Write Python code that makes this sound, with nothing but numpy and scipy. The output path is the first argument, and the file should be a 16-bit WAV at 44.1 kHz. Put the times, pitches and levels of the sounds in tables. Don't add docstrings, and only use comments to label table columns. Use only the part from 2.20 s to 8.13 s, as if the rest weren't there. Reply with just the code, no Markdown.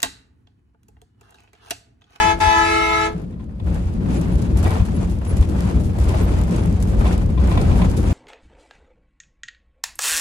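import sys
import numpy as np
from scipy import signal
from scipy.fft import rfft, irfft, next_fast_len
from scipy.io import wavfile
from scipy.ndimage import uniform_filter1d

SR = 44100
rng = np.random.default_rng(int(sys.argv[2]) if len(sys.argv) > 2 else 0)


def unload_wav(signal):
    wavfile.write(
        sys.argv[1],
        SR,
        np.round(np.clip(np.atleast_2d(signal).T, -1, 1) * 32767).astype(np.int16),
    )


N = 261513
T = np.arange(N) / SR
EDGE_HZ = 12300

# opening t/s, shutting t/s
VALVE = [(-.02, .118), (.199, .866)]
LOW_HZ, HIGH_HZ = 332.3, 430.2
# far relative level/dB, near relative level/dB, turn t/s, echo share, beat f/Hz at t = 0, beat drift/(Hz/s),
# left crest t/s, right crest t/s, left minus right level/dB
LOW_PARTIALS = [(-31.7, -25.3, 0.53, 0.47, 4.8, -5.4, 0.43, 0.41, 1.0),
                (-27.5, -30.6, 0.34, 0.34, 5.7, -6.0, 0.27, 0.21, 1.0),
                (-22.2, -31.0, 0.39, 0.65, 0.8, 4.3, 0.42, 0.41, 0.0),
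                (-32.0, -27.4, 0.38, 0.23, 5.4, -0.4, 0.39, 0.41, -3.0),
                (-30.0, -34.1, 0.52, 0.32, 7.3, 0.8, 0.53, 0.53, -2.0),
                (-30.1, -41.5, 0.45, 0.8, 1.5, -1.4, 0.71, 0.75, -1.0),
                (-36.5, -40.8, 0.54, 0.44, 2.4, -2.7, 0.52, 0.4, 3.0),
                (-29.6, -37.0, 0.25, 0.63, 0.8, 0.7, 0.61, 0.58, 3.0)]
HIGH_PARTIALS = [(-33, -28.5, 0.46, 0.2, 3.1, -1.3, 0.12, 0.17, 1.0),
                 (-18.7, -26.9, 0.44, 0.23, 4.0, 5.8, 0.44, 0.36, 8.0),
                 (-32.1, -25.0, 0.36, 0.38, 3.0, 3.2, 0.1, 0.06, 2.0),
                 (-25.3, -32.3, 0.47, 0.55, 1.2, 1.8, 0.44, 0.46, 0.0),
                 (-35.5, -27.5, 0.475, 0.45, 2.2, -0.5, 0.62, 0.62, -4),
                 (-33.0, -39.7, 0.56, 0.52, 3.4, 3.5, 0.49, 0.53, -1.0),
                 (-34.5, -42, 0.41, 0.55, 2.3, -2.2, 0.5, 0.55, 0),
                 (-38, -42, 0.43, 0.36, 6.3, -2.0, 0.68, 0.63, 1.0),
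                 (-45, -39.5, 0.27, 0.41, 2.2, 0.1, 0.19, 0.04, 4.0),
                 (-47.8, -44.8, 0.44, 0.47, 7.9, -4.6, 0.35, 0.28, 5.0)]
# f/Hz, relative level/dB of each
LOW_BRASS = [(2990, -43.5), (3300, -46.5), (4300, -45), (5000, -46.5), (6200, -61), (7500, -53),
             (9000, -59), (12300, -62)]
HIGH_BRASS = [(4700, -49), (5300, -48.5), (6200, -42), (7500, -51.5), (9000, -54), (12300, -63)]
# f/Hz, phase/rad
HORN_LEAD = [(332, 1.2), (430, 1.8), (665, -2.15), (860, .8), (997, 2.15), (1291, -1.5), (1329, .7),
             (1662, -1.9), (1721, 1.3), (1994, -1.4), (2151, .8), (2326, -1.9), (2581, -.9), (2658, 2),
             (3011, -1.3), (3442, -1.2), (3872, .1), (4302, 1.4)]
# f/Hz, t60/s
HORN_RING = [(330, .42), (430, .45), (665, .24), (860, .16), (1300, .18), (2200, .17), (3500, .14),
             (12000, .11)]
# f/Hz, relative density level/dB
HORN_AIR = [(200, -11), (430, -24), (580, -13), (900, 8), (2000, 11), (3200, 6), (6000, 0), (7800, -16),
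            (9000, -17), (12000, -20)]
# f/Hz, share of the direct sound
ROADSIDE_ECHO = [(900, .08), (2200, .17), (3000, .5), (5000, .7)]
ROADSIDE_DOPPLER = .004
TRUCK_ECHO, TRUCK_DOPPLER = .8, .0009
WAVER_SHARE, WAVER_SPREAD = .16, .016
TURN_S = 0.035
DULL_AT_S, DULL_OVER_S, DULL_DB = 0.59, 0.019, 3
SURGE_DB, SURGE_S = 2.5, 0.043
REED_JITTER = .0014
PUFF_DB, PUFF_S = 5, 0.03
TONE_DB = .7
CABIN_WET_DB = -16

# f/Hz, relative density level/dB
RUMBLE = [(12, -29), (25, 4), (31, 8), (42, 13.5), (52, 18), (59, 24), (73, 16), (90, 20), (115, 5),
          (170, -59)]
BOOM = [(70, -72), (118, 0), (148, -8), (164, -4), (177, 1.5), (193, -5.5), (216, -3), (245, -11.5),
        (300, -12), (400, -18.5), (600, -25), (1200, -120)]
ROAR = [(150, -0.5), (330, 4), (500, -1.5), (800, -2.5), (1200, -9.5), (1700, -15), (2400, -22),
        (3400, -22), (5000, -24), (9000, -74)]
CLATTER = [(900, -13), (2400, 12.5), (4000, 0.5), (6500, 6), (8500, 2), (9600, -2), (11000, -0.5),
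           (12400, -15)]
# t/s, floor rumble relative level/dB, roar relative level/dB
ROAD = [(0, -28, -35.5), (1.1, -35, -54), (1.39, -31.5, -55), (1.47, -22.5, -44), (1.8, -24.5, -44.5),
        (2.15, -22.5, -38.5), (3.0, -21.5, -44), (4.5, -19, -40), (5.13, -18.5, -44), (5.93, -16, -39)]
# t/s, level/dB before the brief changes
BOOM_LEVEL = [(0, -35.5), (.55, -39.5), (.9, -39.5), (1.0, -30), (1.38, -35), (1.5, -23.5), (1.68, -28),
              (1.88, -20), (2.5, -23.5), (2.8, -21.5), (3.04, -29), (3.12, -24.5), (3.6, -20.5), (3.8, -26),
              (4.4, -21), (5.2, -22.5), (5.52, -19), (5.93, -22.5)]
# middle t/s, floor change/dB, panel boom change/dB
BRIEF_CHANGES = [(1.68, 3.5, -4.5), (2.52, 2.5, -4), (2.66, -3, -4.5), (3.04, -4.5, -3.5), (3.25, 1.5, -4),
                 (3.74, -3.5, -2.5), (4.33, -10, 3), (4.58, -2, -6.5), (5.77, -5.5, -1)]
CHANGE_S = 0.034
# middle t/s, 1/e length/s, relative level/dB
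HEAVES = [(0.27, 0.06, -22), (1.5, 0.15, -22.5), (1.933, 0.033, -15), (2.16, 0.053, -16.5),
          (2.35, 0.058, -14), (2.448, 0.14, -17), (2.616, 0.036, -12), (3.143, 0.022, -13.5),
          (3.21, 0.034, -11), (3.58, 0.08, -17.5), (3.81, 0.054, -15), (3.886, 0.052, -14),
          (4.096, 0.31, -19.5), (4.541, 0.04, -15), (4.631, 0.034, -17), (4.815, 0.14, -16),
          (5.007, 0.066, -19), (5.23, 0.12, -15.5), (5.376, 0.043, -13.5), (5.508, 0.042, -12.5),
          (5.568, 0.053, -18), (5.675, 0.026, -22), (5.857, 0.069, -24)]
HEAVE_EDGE = 4
# t/s, length/s, roar relative level/dB, clatter relative level/dB
STRETCHES = [(0.84, 0.024, -34.5, -55), (1.435, 0.13, -42, -57), (1.836, 0.17, -37, -53),
             (2.341, 0.23, -34, -50.5), (2.431, 0.032, -26.5, -47), (2.682, 0.15, -39.5, -53.5),
             (3.035, 0.19, -39, -53), (3.295, 0.21, -36, -50.5), (3.763, 0.44, -35.5, -52.5),
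             (3.855, 0.095, -30, -48), (4.267, 0.12, -34, -48), (4.642, 0.17, -38, -55),
             (4.772, 0.16, -30.5, -47.5), (5.158, 0.18, -33.5, -54), (5.28, 0.37, -32.5, -50),
             (5.788, 0.077, -32, -45.5)]
SHAKE_RISE_S, SHAKE_T60 = 0.052, 0.56
CLATTER_UNDER_DB, CLATTER_GROWTH, ROAR_NORMAL_DB = -19, 1.13, -46
# t/s, relative level/dB, ring f/Hz, t60/s
BUMPS = [(0.948, -6, 171.5, 0.1), (4.473, -2, 162.4, 0.12), (5.496, -8.5, 147, 0.14),
         (5.6, -9.5, 179.7, 0.44)]
BUMP_SIDE_DB = 2
# t/s, relative level/dB, t60/s
THUDS = [(1.49, -37, 0.17), (2.31, -28, 0.35), (2.458, -17, 0.11), (2.555, -22, 0.09), (3.11, -23, .15),
         (3.29, -27.5, 0.43), (3.57, -22, 0.12), (3.89, -21, 0.13), (4.01, -18, 0.16), (4.105, -22, 0.22),
         (4.325, -24, 0.36), (4.74, -31, .3), (4.91, -29, 0.17), (5.177, -29, 0.13), (5.38, -22, 0.21),
         (5.78, -21.5, 0.29)]
# f/Hz, relative density level/dB
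THUD_COLOUR = [(100, -25), (220, 7), (330, 11.5), (500, 4.5), (800, -26), (1300, -12), (3000, -43)]
# f/Hz, relative density level/dB
GRIT = [(250, 3.5), (480, 0), (640, 2.5), (850, 1), (1300, -6.5), (2500, -15.5), (5000, -32)]
# t/s, relative level/dB, t60/s
RATTLES = [(1.0171, -46, 0.073), (2.1794, -37, 0.11), (2.2184, -32, 0.11), (2.3206, -40, 0.08),
           (2.373, -23.5, 0.11), (2.4294, -28, 0.11), (2.6534, -31, 0.097), (2.8938, -39, 0.33),
           (3.05, -34, 0.056), (3.1682, -25, 0.066), (3.2116, -33.5, 0.12), (3.2896, -31.5, 0.091),
           (3.4411, -45, 0.1), (3.597, -34.5, 0.16), (3.6381, -38.5, 0.46), (3.7864, -34, 0.16),
           (3.8372, -27, 0.068), (3.8864, -30.5, 0.14), (4.1091, -34, 0.073), (4.1869, -35, 0.13),
           (4.2817, -35, 0.069), (4.363, -23, 0.033), (4.6009, -33.5, 0.17), (4.6245, -25.5, 0.07),
           (4.6753, -35, 0.23), (4.791, -29, 0.073), (4.9244, -26.5, 0.08), (5.2969, -33.5, 0.2),
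           (5.5732, -30, 0.076), (5.6979, -29.5, 0.12), (5.768, -29, 0.19)]
# f/Hz, relative density level/dB
RATTLE_COLOUR = [(300, -19), (1200, 3), (2600, 7.5), (5000, 9), (7500, 9.5), (9500, 6.5), (11000, 7.5),
                 (12400, 3.5)]
# t/s, relative level/dB
JUDDERS = [(1.035, -40), (1.128, -36), (1.199, -33.5), (1.395, -31), (1.49, -30), (2.449, -15),
           (2.503, -17.5), (2.556, -24), (2.597, -20), (3.226, -23.5), (3.568, -32), (3.893, -15.5),
           (3.944, -23.5), (3.985, -34), (4.012, -27), (4.118, -19.5), (4.341, -21), (4.856, -15),
           (4.923, -18.5), (5.177, -21), (5.317, -14), (5.375, -10.5), (5.43, -30), (5.465, -25.5),
           (5.51, -19), (5.618, -15)]
# f/Hz, width/Hz, relative level/dB
PANE = [(720, 84, 12), (1026, 8, 22.5), (1490, 120, -22), (1940, 65, 1), (2500, 290, -1), (3430, 520, -4)]
# middle t/s, nominal length/s, mean f/Hz, level/dB
SQUEAKS = [(1.92, 0.035, 10430, -60), (1.986, 0.042, 10730, -52), (2.14, 0.025, 10800, -53),
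           (2.48, 0.094, 8830, -55), (2.761, 0.033, 10730, -50.5), (3.097, 0.046, 10690, -43.5),
           (4.037, 0.046, 11800, -53), (4.09, 0.022, 8830, -54), (4.42, 0.07, 9900, -55),
           (5.42, .04, 8800, -52), (5.604, .1, 10000, -57), (5.854, 0.041, 10560, -57)]
# middle t/s, nominal length/s, mean f/Hz, level/dB
SQUEALS = [(2.475, .03, 1930, -41), (2.497, .075, 2300, -45.5), (4.865, 0.033, 2300, -48),
           (5.315, 0.035, 2310, -48), (5.385, 0.036, 2290, -46)]
SQUEAL_WAVER = 0.01

# f/Hz, left-right correlation
LIKENESS = [(60, .96), (190, .92), (320, .48), (550, .4), (750, -.1), (1800, -.25), (3600, 0), (9500, 0),
            (11000, .5)]
# f/Hz, left minus right level/dB
TILT = [(60, 1.6), (200, 2.2), (400, 3.3), (1200, 1.7), (2200, -.5), (5000, 3), (9000, -1), (12000, 0)]


def horn(air_db=-32.5, air_fall_db=5):
    puff_db = sum(PUFF_DB * np.exp(-((T - opens - .02) / PUFF_S) ** 2) for opens, shuts in VALVE)
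    out = noise(HORN_AIR) * amp(air_db - air_fall_db * T + puff_db) * valve(T, 2100)
    low = trumpet(LOW_HZ, LOW_PARTIALS, LOW_BRASS)
    high = trumpet(HIGH_HZ, HIGH_PARTIALS, HIGH_BRASS)
    add(out, 0, amp(TONE_DB) * (low + high))
    return out


def trumpet(pitch_hz, partials, brass, rasp=0.0123, sharp=0.0048):
    t = T[T < 1.15]
    sharpened = 1 + sharp * np.exp(-((t - .18) / 0.05) ** 2)
    unsteady = REED_JITTER + rasp * np.exp(-((t - .215) / 0.0212) ** 2)
    hz = pitch_hz * (sharpened + unsteady * wander(140)[:len(t)])
    angle = 2 * np.pi * np.cumsum(hz) / SR
    dulled = .5 + .5 * np.tanh((t - DULL_AT_S) / DULL_OVER_S)
    out = np.zeros((2, len(t)))
    for k in range(1, int(EDGE_HZ / pitch_hz) + 1):
        partial_hz = k * pitch_hz
        if k <= len(partials):
            far_db, near_db, turn_s, share, beat_hz, drift, left_s, right_s, side_db = partials[k - 1]
            near = .5 + .5 * np.tanh((t - turn_s) / TURN_S)
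            gain = amp(far_db) * (1 - near) + amp(near_db) * near
            crest = np.array([[left_s], [right_s]])
            beats = (beat_hz + drift * (t + crest) / 2) * (t - crest)
            truck = (1 + share * np.exp(2j * np.pi * beats)) / np.hypot(1, share)
        else:
            side_db = 0
            gain = amp(read(brass, partial_hz) - DULL_DB * dulled)
            truck = fading(t, partial_hz, TRUCK_ECHO, TRUCK_DOPPLER)
        roadside = fading(t, partial_hz, read(ROADSIDE_ECHO, partial_hz), ROADSIDE_DOPPLER)
        waver = fading(t, partial_hz, WAVER_SHARE, WAVER_SPREAD)
        left = amp(side_db) * np.exp(1j * read(HORN_LEAD, partial_hz))
        sides = np.array([[left], [1]]) * 2 / np.hypot(1, amp(side_db))
        carrier = np.exp(1j * (k * angle + 2 * np.pi * rng.random()))
        tone = sides * truck * roadside * waver * carrier
        out += gain * valve(t, partial_hz) * tone.real
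    return out


def valve(t, hz, rise=0.006):
    slowness, out = (hz / 1000) ** -.33, 0
    for opens, shuts in VALVE:
        age = np.maximum(t - opens, 0)
        surge_db = SURGE_DB * np.exp(-age / SURGE_S)
        ring_db = -60 * np.maximum(t - shuts, 0) / read(HORN_RING, hz)
        out = out + amp(surge_db + ring_db) * (1 - np.exp(-age / (rise * slowness))) ** 2
    return out


def fading(t, hz, depth, doppler):
    coarse_t = t[::32]
    shift_hz = rng.normal(0, doppler * hz, (2, 4, 1))
    echoes = np.exp(2j * np.pi * (shift_hz * coarse_t + rng.random((2, 4, 1)))).sum(1) / 2
    return np.array([np.interp(t, coarse_t, 1 + depth * e) for e in echoes]) / np.hypot(1, depth)


def saloon(x, t60=0.12):
    t = T[:SR // 2]
    tail = rng.standard_normal((2, len(t))) * amp(-60 * t / t60) * (t > .006)
    tail = signal.lfilter(*signal.butter(1, 4000, fs=SR), tail / np.linalg.norm(tail[0]))
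    return x + amp(CABIN_WET_DB) * signal.fftconvolve(x, tail, axes=1)[:, :N]


def bumps():
    out, t = np.zeros((2, N)), T[:SR // 2]
    side_db = np.array([[.5], [-.5]]) * BUMP_SIDE_DB
    for s, db, hz, t60 in BUMPS:
        envelope = amp(side_db + db - 60 * t / t60) * (1 - np.exp(-t / 0.018))
        add(out, s, envelope * np.sin(2 * np.pi * hz * t))
    return out


def thuds():
    return steadied(noise(THUD_COLOUR), 0.052) * strikes(THUDS, 0.0053)


def rattles(level_db=-7, chatter_db=3):
    return noise(RATTLE_COLOUR) * strikes(RATTLES, 0.0029) * amp(level_db + chatter_db * wander(230))


def pane(level_db=-11, t60=0.11, chatter_db=3):
    hz = np.geomspace(100, EDGE_HZ, 400)
    power = sum(amp(db) ** 2 / (1 + (2 * (hz - f) / width) ** 2) for f, width, db in PANE)
    colour = np.transpose([hz, 10 * np.log10(power)])
    blows = strikes([(s, db, t60) for s, db in JUDDERS], 0.0029)
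    return noise(colour) * blows * amp(level_db + chatter_db * wander(120))


def squeaks(waver=0.0044):
    return stick_slip(SQUEAKS, waver) + stick_slip(SQUEALS, SQUEAL_WAVER)


def stick_slip(rows, waver):
    out, drift = np.zeros((2, N)), wander(200)
    for s, length, hz, db in rows:
        during = abs(T - s) < length * .7
        angle = 2 * np.pi * np.cumsum(hz * (1 + waver * drift[during])) / SR
        envelope = np.sqrt(2) * amp(db) * signal.windows.tukey(len(angle), .7)
        out[:, during] += envelope * np.sin(angle + rng.normal(0, 0.42, (2, 1)))
    return out


def grit(roar):
    return noise(GRIT) * random_hits(roar, per_s=110, spread_db=0.2, t60=0.048)


def ticks(clatter, level_db=-2):
    return noise(RATTLE_COLOUR) * random_hits(clatter + level_db, per_s=45, spread_db=7.5, t60=0.016)


def cabin(rumble, rumble_db=0.8):
    boom, = curves(BOOM_LEVEL)
    floor_change, boom_change = sum(np.outer(changes_db, np.exp(-((T - s) / CHANGE_S) ** 2))
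                                    for s, *changes_db in BRIEF_CHANGES)
    floor = steadied(noise(RUMBLE), 0.088) * amp(rumble + floor_change + rumble_db)
    panels = steadied(noise(BOOM), 0.17) * amp(boom + boom_change)
    return floor + panels


def rush(roar, clatter, roar_db=3.5, clatter_db=5, roar_flutter_db=1.13, clatter_flutter_db=2):
    flutter = wander(27)
    trim_flutter = 1.02 * flutter + 0.91 * wander(160)
    air_and_tyres = noise(ROAR) * amp(roar + roar_db + roar_flutter_db * flutter)
    trim = noise(CLATTER) * amp(clatter + clatter_db + clatter_flutter_db * trim_flutter)
    return air_and_tyres + trim


def shaking():
    rumble, roar = curves(ROAD)
    clatter = ROAR_NORMAL_DB + CLATTER_UNDER_DB + CLATTER_GROWTH * (roar - ROAR_NORMAL_DB)
    power = amp([rumble, roar, clatter]) ** 2
    for s, length, db in HEAVES:
        power[0] += (amp(db) * np.exp(-abs(2 * (T - s) / length) ** HEAVE_EDGE)) ** 2
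    t = T[:SR]
    for s, length, *levels_db in STRETCHES:
        envelope = (1 - np.exp(-t / SHAKE_RISE_S)) * amp(-60 * np.maximum(t - length, 0) / SHAKE_T60)
        add(power[1:], s, (amp(levels_db)[:, None] * envelope) ** 2)
    return 10 * np.log10(power)


def strikes(rows, attack):
    strength, t = np.zeros((1, N)), T[:SR // 3]
    for s, db, t60 in rows:
        add(strength, s - attack, amp(db - 60 * t / max(t60, .01)) * (1 - np.exp(-t / attack)))
    return strength


def random_hits(level, per_s, spread_db, t60):
    extra_db = spread_db * np.minimum(rng.exponential(1, N), 3)
    size = amp(level + extra_db) * (rng.random(N) < per_s / SR)
    return signal.oaconvolve(size, amp(-60 * T[:SR // 8] / t60))[:N]


def noise(colour):
    size = next_fast_len(N, True)
    hz = np.fft.rfftfreq(size, 1 / SR)
    left, other = rfft(rng.standard_normal((2, size)))
    same = np.clip(read(LIKENESS, hz), -1, 1)
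    right = (same * left + np.sqrt(1 - same ** 2) * other) / amp(read(TILT, hz))
    return unit(irfft(np.array([left, right]) * amp(read(colour, hz)), size)[:, :N])


def steadied(x, span):
    return x / np.sqrt(uniform_filter1d((x ** 2).mean(0), max(int(span * SR), 9)) + 1e-9)


def wander(rate):
    coarse = rng.standard_normal(8192)
    hz = np.fft.rfftfreq(8192, 1e-3)
    smooth = unit(irfft(rfft(coarse) * np.exp(-(hz / rate) ** 2)))
    return np.interp(T, np.arange(8192) * 1e-3, smooth)


def amp(db):
    return 10 ** (np.asarray(db) / 20)


def unit(x):
    return x / np.sqrt(np.mean(x ** 2) + 1e-20)


def read(points, hz):
    f, value = np.transpose(points)
    return np.interp(np.log(hz + 1), np.log(f + 1), value)


def curves(rows):
    s, *columns = np.transpose(rows)
    return [np.interp(T, s, c) for c in columns]


def add(mix, s, sound):
    part = mix[:, max(round(s * SR), 0):][:, :sound.shape[-1]]
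    part += sound[..., :part.shape[-1]]


def scene():
    rumble, roar, clatter = shaking()
    impacts = bumps() + thuds() + rattles() + pane() + grit(roar) + ticks(clatter)
    return saloon(horn()) + impacts + squeaks() + cabin(rumble) + rush(roar, clatter)


def record(dry):
    low_pass = signal.firwin(301, EDGE_HZ, window=("kaiser", 7), fs=SR)
    return signal.oaconvolve(dry, low_pass[None], "same")


dry = scene()
out = record(dry)
unload_wav(out)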